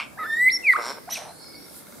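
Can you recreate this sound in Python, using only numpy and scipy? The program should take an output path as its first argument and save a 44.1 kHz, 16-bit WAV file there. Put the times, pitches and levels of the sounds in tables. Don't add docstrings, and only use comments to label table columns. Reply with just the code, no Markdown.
import sys
import numpy as np
from scipy import signal
from scipy.io import wavfile
from scipy.ndimage import uniform_filter1d

SR = 44100
rng = np.random.default_rng(int(sys.argv[2]) if len(sys.argv) > 2 else 0)


def decibels_to_gain(level_db):
    exponent = np.asarray(level_db, float) / 20
    return 10 ** exponent


def unload_audio(sound):
    columns = np.transpose(np.atleast_2d(sound))
    steps = np.round(np.clip(columns, -1, 1) * 32767)
    wavfile.write(sys.argv[1], SR, steps.astype(np.int16))


N = 88200
T = np.arange(N) / SR

# (frequency [Hz], level per Hz [dB])
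HUSH_SPECTRUM = [(60, -6), (260, 3), (900, -6.5), (2200, -11.5), (3000, -26), (4500, -11.5), (6300, -22.5),
                 (10500, -9.5)]
# (frequency [Hz], correlation [0-1])
HUSH_LIKENESS = [(100, .03), (400, 0.05), (12000, 0.17)]
# (time [s], level [dB])
BREEZE = [(0, -0.5), (.75, 4), (1, -2.5), (1.36, -3), (1.45, -3.5), (1.72, 1.5), (1.77, 10.5), (1.84, 2.5),
          (1.93, 6), (2, 4.5)]
# (time [s], peak level [dB])
TICKS = [(1.4436, -42), (1.4835, -43), (1.5239, -43), (1.5444, -43), (1.6037, -46), (1.6237, -47),
         (1.6437, -47), (1.6636, -44), (1.6836, -42), (1.7439, -43), (1.7644, -44), (1.804, -46),
         (1.824, -45), (1.8692, -41), (1.924, -41), (1.944, -46), (1.9839, -43)]
# (frequency [Hz], level [dB], 60 dB decay [s])
SHELL_MODES = [(1400, 0, .03), (2150, 0, .02), (3700, -3, .012), (6000, 1, .004)]
# (time [s], pitch [Hz], level [dB])
FAR_CALLS = [
    [(1.4, 2220, -68), (1.476, 2224, -59), (1.574, 2219, -52), (1.604, 2222, -55), (1.612, 2220, -66),
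     (1.66, 2210, -68)],
    [(1.25, 3800, -64), (1.29, 4150, -59), (1.335, 4250, -66), (1.37, 4330, -59), (1.43, 4370, -57),
     (1.515, 4380, -68), (1.532, 4560, -53), (1.58, 4620, -62), (1.67, 4600, -70)],
    [(1.385, 4500, -64), (1.415, 5220, -56), (1.47, 5200, -57), (1.52, 4950, -64)],
    [(1.535, 4600, -60), (1.565, 5400, -58), (1.6, 5500, -57), (1.65, 5500, -60), (1.72, 5480, -68)],
]
FAR_ECHO_DB = [-8, 4, 3, 3]
FAR_WAVER = [.0002, .0045, .005, .003]

# (frequency [Hz], width [Hz], level [dB])
CHEST_TAIL = [(1200, 440, -4.5), (2240, 184, 0), (2600, 570, -1)]
CHEST = [(512, 200, 0), (1072, 217, 2), (1536, 145, -2.5), (2160, 260, -6)]
CHEST_LATE = [(694, 200, 11.5), (1300, 1700, 1.6), (2370, 1200, 1.7)]
CHEST_LEAK = [(400, 450, 0), (920, 960, 2), (2090, 480, 1)]
BEAK = [(4070, 760, -1), (5465, 270, 3.5), (7340, 420, -6), (8930, 290, -9), (11300, 1100, -11.5)]
BEAK_LATE = [(2600, 1160, -1.5), (4060, 650, -4), (5850, 450, 2), (8720, 710, -5.5), (11260, 900, -7.5)]
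BEAK_LEAK = [(4300, 500, 0.5), (8460, 1100, -8), (11500, 890, -6)]
# (time [s], pulse rate [Hz], chest level [dB], beak level [dB])
RASP_TAIL = [(0, 110, -24, -43), (.012, 165, -31, -53), (.035, 150, -36.5, -55), (.08, 150, -54, -76)]
RASP = [(.7625, 121.8, -39.5, -49), (.79, 121.7, -30.5, -49.5), (.826, 111.5, -33, -37.5),
        (.87, 125.7, -33, -34), (.912, 138.2, -34, -35.5), (.931, 150.5, -40, -42), (.937, 153, -49.5, -48),
        (.99, 154.6, -40.5, -64)]
RASP_LATE = [(1.098, 162, -46, -42.5), (1.135, 166.4, -48, -36.5), (1.152, 149, -54, -34),
             (1.178, 139.4, -39, -35.5), (1.2, 130.7, -40, -44), (1.24, 128, -42, -48.5),
             (1.29, 125, -44, -59), (1.325, 119, -52, -77)]
LEAK_ENTRY = [(.19, 196, -47.5, -76), (.24, 225, -41.5, -54), (.28, 160, -53.5, -98)]
LEAK_FALL = [(.66, 205, -82, -61), (.73, 207, -70, -40), (.77, 206, -61, -61)]
LEAK_LEAP = [(.3, 197, -84, -62), (.47, 202, -84, -55.5), (.53, 196, -94, -46.5), (.58, 202, -91, -60.5)]
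HARSH = [(RASP_TAIL, CHEST_TAIL, BEAK, .55, .7), (RASP, CHEST, BEAK, .52, .65),
         (RASP_LATE, CHEST_LATE, BEAK_LATE, .96, 2.5), (LEAK_ENTRY, CHEST_LEAK, BEAK_LEAK, .95, 1.5),
         (LEAK_FALL, CHEST_LEAK, BEAK_LEAK, .97, 3), (LEAK_LEAP, CHEST_LEAK, BEAK_LEAK, .98, 3)]

# (frequency [Hz], level [dB])
MOUTH = [(3300, 0), (3650, 10), (4100, -9), (5450, 5.5), (6100, -15), (7250, -5), (7550, 2.5)]
# (time [s], pitch [Hz], level [dB])
LOW_ENTRY = [(.17, 686, -51), (.182, 881, -43), (.193, 1298, -32), (.234, 1259, -30), (.256, 1426, -31.5),
             (.27, 1570, -40)]
RISE = [(.175, 1460, -41.5), (.192, 2027, -41.5), (.26, 1749, -36), (.336, 1821, -23.5), (.358, 1850, -29),
        (.424, 1986, -17), (.482, 2055, -14), (.49, 2213, -16.5), (.495, 2536, -42)]
LEAP = [(.494, 2650, -56), (.503, 3945, -32), (.511, 4700, -50), (.518, 5190, -33), (.527, 5605, -27.5),
        (.556, 5486, -22), (.565, 5343, -26.5), (.57, 5450, -28), (.578, 5500, -48.5)]
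FALL = [(.626, 2795, -50), (.643, 2596, -28), (.673, 2353, -16.5), (.693, 2116, -12), (.703, 2034, -9),
        (.715, 1961, -16.5), (.722, 1985, -17.5), (.733, 1875, -23.5)]
DIP = [(.728, 1920, -33), (.733, 1556, -29), (.738, 1247, -23), (.744, 1012, -29), (.755, 1198, -23),
       (.762, 1288, -19), (.768, 1667, -27), (.775, 1704, -45)]
PICKUP = [(1.07, 686, -64), (1.079, 696, -36.5), (1.09, 791, -37.5), (1.095, 1240, -37)]
ARCH = [(1.095, 3760, -54), (1.101, 5016, -48), (1.109, 5550, -30), (1.117, 5850, -36), (1.126, 6020, -28),
        (1.141, 5950, -29), (1.15, 3260, -41.5), (1.159, 2600, -36.5), (1.175, 2290, -41)]
UNDER = [(1.116, 660, -66), (1.124, 668, -53), (1.135, 668, -53), (1.14, 660, -66)]
# (note, overtones 2, 3, .. re its peak [dB], how closely they follow its level [ratio])
SONG = [(LOW_ENTRY, [-35, -31, -60, -60, -60, -60, -60, -29], 1.), (RISE, [-36, -40, -34, -44, -42, -42],
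        .55), (LEAP, [-25], .9), (FALL, [-25, -60, -60, -48, -46, -44], 2.05), (DIP, [-30], 1.),
        (PICKUP, [-12], 1.5), (ARCH, [-13], 2.), (UNDER, [-14, 7, -6, 8, 15], 1.)]

ECHO_DB = -12


def unit(x):
    return x / np.sqrt(np.mean(x ** 2))


def walk(rate):
    hold = int(SR / rate)
    steps = np.repeat(rng.standard_normal(N // hold + 1), hold)
    return unit(uniform_filter1d(uniform_filter1d(steps, hold), hold)[:N])


def ring(x, hz, width_hz):
    return signal.lfilter(*signal.iirpeak(hz, hz / width_hz, fs=SR), x)


def ring_twice(x, hz, width_hz):
    return ring(ring(x, hz, width_hz), hz, width_hz)


def stereo(mid, side):
    return mid + side * np.array([[1], [-1]])


def pan(db):
    return decibels_to_gain(np.array([[db], [-db]]) / 2)


def decay(t, t60):
    return np.exp(-np.log(1000) * t / t60)


def controls(rows):
    rows = np.array(rows, float)
    columns = [uniform_filter1d(np.interp(T, rows[:, 0], c), size=120) for c in rows.T[1:]]
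    is_open = 1. * ((T >= rows[0, 0]) & (T < rows[-1, 0]))
    return columns, uniform_filter1d(is_open, size=120)


def forest():
    level_db, hiss_hz, top_slope_db = -45.5, 5970, -23
    spectrum_hz, spectrum_db = np.array(HUSH_SPECTRUM).T
    like_hz, like = np.array(HUSH_LIKENESS).T
    breeze_db = np.interp(T, *np.array(BREEZE).T)
    hush = 0
    for hz in 30 * 2 ** np.arange(0, 9.1, 1 / 3):
        mid, side = (unit(ring_twice(n, hz, hz / 3)) for n in rng.standard_normal((2, N)))
        alike = np.clip(np.interp(np.log(hz), np.log(like_hz), like), 0, 1)
        db = np.interp(np.log(hz), np.log(spectrum_hz), spectrum_db) + 10 * np.log10(hz)
        db = db + top_slope_db * max(np.log2(hz / spectrum_hz[-1]), 0)
        db = db + 2.9 * walk(6.62) + breeze_db * hz ** 2 / (hz ** 2 + hiss_hz ** 2)
        hush = hush + decibels_to_gain(db) * stereo(np.sqrt(1 + alike) * mid, np.sqrt(1 - alike) * side)
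    hush = hush - ring(hush, 1940, 130)
    return unit(hush) * decibels_to_gain(level_db) * pan(-1)


def motor():
    hits = np.zeros(N)
    for s, db in TICKS:
        hits[int(s * SR)] = decibels_to_gain(db - 4)
    t = T[:2000]
    shell = sum(decibels_to_gain(db) * decay(t, t60) * np.sin(2 * np.pi * hz * t) for hz, db, t60 in SHELL_MODES)
    return np.convolve(hits, shell)[:N]


def far_birds():
    return [whistle(rows, [], waver=w, per_s=500) for rows, w in zip(FAR_CALLS, FAR_WAVER)]


def leaves(x):
    early_t60_s, late_db, late_t60_s = .33, -31, 1.1
    alike, dull_hz, sway_db = .1, 9200, 5.5
    t = T[:SR]
    mid, side = rng.standard_normal((2, SR))
    wash = stereo(np.sqrt((1 + alike) / 2) * mid, np.sqrt((1 - alike) / 2) * side)

    def fade(t60):
        return decay(t, t60) / np.sqrt(t60 * SR / np.log(1000) / 2)

    onset = np.clip(t / .006, 0, 1)
    wash = wash * (decibels_to_gain(ECHO_DB) * fade(early_t60_s) + decibels_to_gain(late_db) * fade(late_t60_s)) * onset
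    wash = signal.lfilter(*signal.butter(1, dull_hz, fs=SR), wash)
    swaying = x[None] * decibels_to_gain(sway_db * walk(150))
    return signal.fftconvolve(swaying, wash, axes=1)[:, :N]


def windpipe(pulses, puffs, modes, air):
    drive = (1 - air) * pulses + air * puffs
    pipe = 0
    for k, (hz, width_hz, db) in enumerate(modes):
        pipe = pipe + (-1) ** (k + 1) * decibels_to_gain(db) * unit(ring_twice(drive, hz, 2 * width_hz))
    return unit(pipe)


def rasp(rows, chest, beak, air, puff):
    jitter, pulse_db, beak_air = .012, 1.2, .74
    (rate, chest_db, beak_db), gate = controls(rows)
    cycles = np.cumsum((T >= rows[0][0]) * rate * (1 + jitter * walk(60))) / SR
    size = decibels_to_gain(pulse_db * rng.standard_normal(N))[cycles.astype(int)]
    pulses = unit(np.diff(np.floor(cycles), prepend=0) * size)
    puffs = unit(size * np.exp(-(cycles % 1) / puff) * rng.standard_normal(N))
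    low = decibels_to_gain(chest_db) * windpipe(pulses, puffs, chest, air)
    high = decibels_to_gain(beak_db) * windpipe(pulses, puffs, beak, max(air, beak_air))
    return gate * (low + high)


def whistle(rows, overtones_db, follow=1, waver=.003, per_s=140):
    firm_db, shake_per_db, flutter_db = -24, .35, .8
    overtone_waver, overtone_blur_db = .0025, 3.5
    (hz, db), gate = controls(rows)
    peak_db = max(r[2] for r in rows)
    shake = 1 + shake_per_db * np.clip(firm_db - db, 0, 12)
    phase = 2 * np.pi * np.cumsum(hz * (1 + shake * waver * walk(per_s))) / SR
    loose = phase + 2 * np.pi * np.cumsum(hz * overtone_waver * walk(600)) / SR
    over = 0
    for k, overtone_db in enumerate(overtones_db, start=2):
        mouth_db = np.interp(k * hz, *np.array(MOUTH).T)
        over = over + decibels_to_gain(overtone_db + mouth_db + overtone_blur_db * walk(80.9)) * np.sin(k * loose)
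    ends = np.clip((db - peak_db + 30) / 10, 0, 1)
    flutter = flutter_db * np.sqrt(shake) * (walk(40) + walk(200))
    tone = decibels_to_gain(db + flutter) * np.sin(phase)
    return np.sqrt(2) * gate * (tone + ends * decibels_to_gain(peak_db + follow * (db - peak_db)) * over)


def lyrebird():
    return sum(rasp(*r) for r in HARSH) + sum(whistle(*note) for note in SONG)


def scene():
    far = far_birds()
    bird = lyrebird()
    far_into_leaves = sum(decibels_to_gain(db - ECHO_DB) * call for db, call in zip(FAR_ECHO_DB, far))
    echo = leaves(bird + far_into_leaves)
    return forest() + motor() + echo + (bird + sum(far)) * pan(-.8)


def low_pass(x):
    return signal.sosfilt(signal.butter(12, 15620, fs=SR, output="sos"), x)


def record(dry):
    low_cut = signal.butter(3, 54.5, "high", fs=SR, output="sos")
    top_cut = signal.ellip(8, .2, 70, 15550, fs=SR, output="sos")
    mix = signal.sosfilt(top_cut, signal.sosfilt(low_cut, dry))
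    return low_pass(mix)


dry = scene()
out = record(dry)
unload_audio(out)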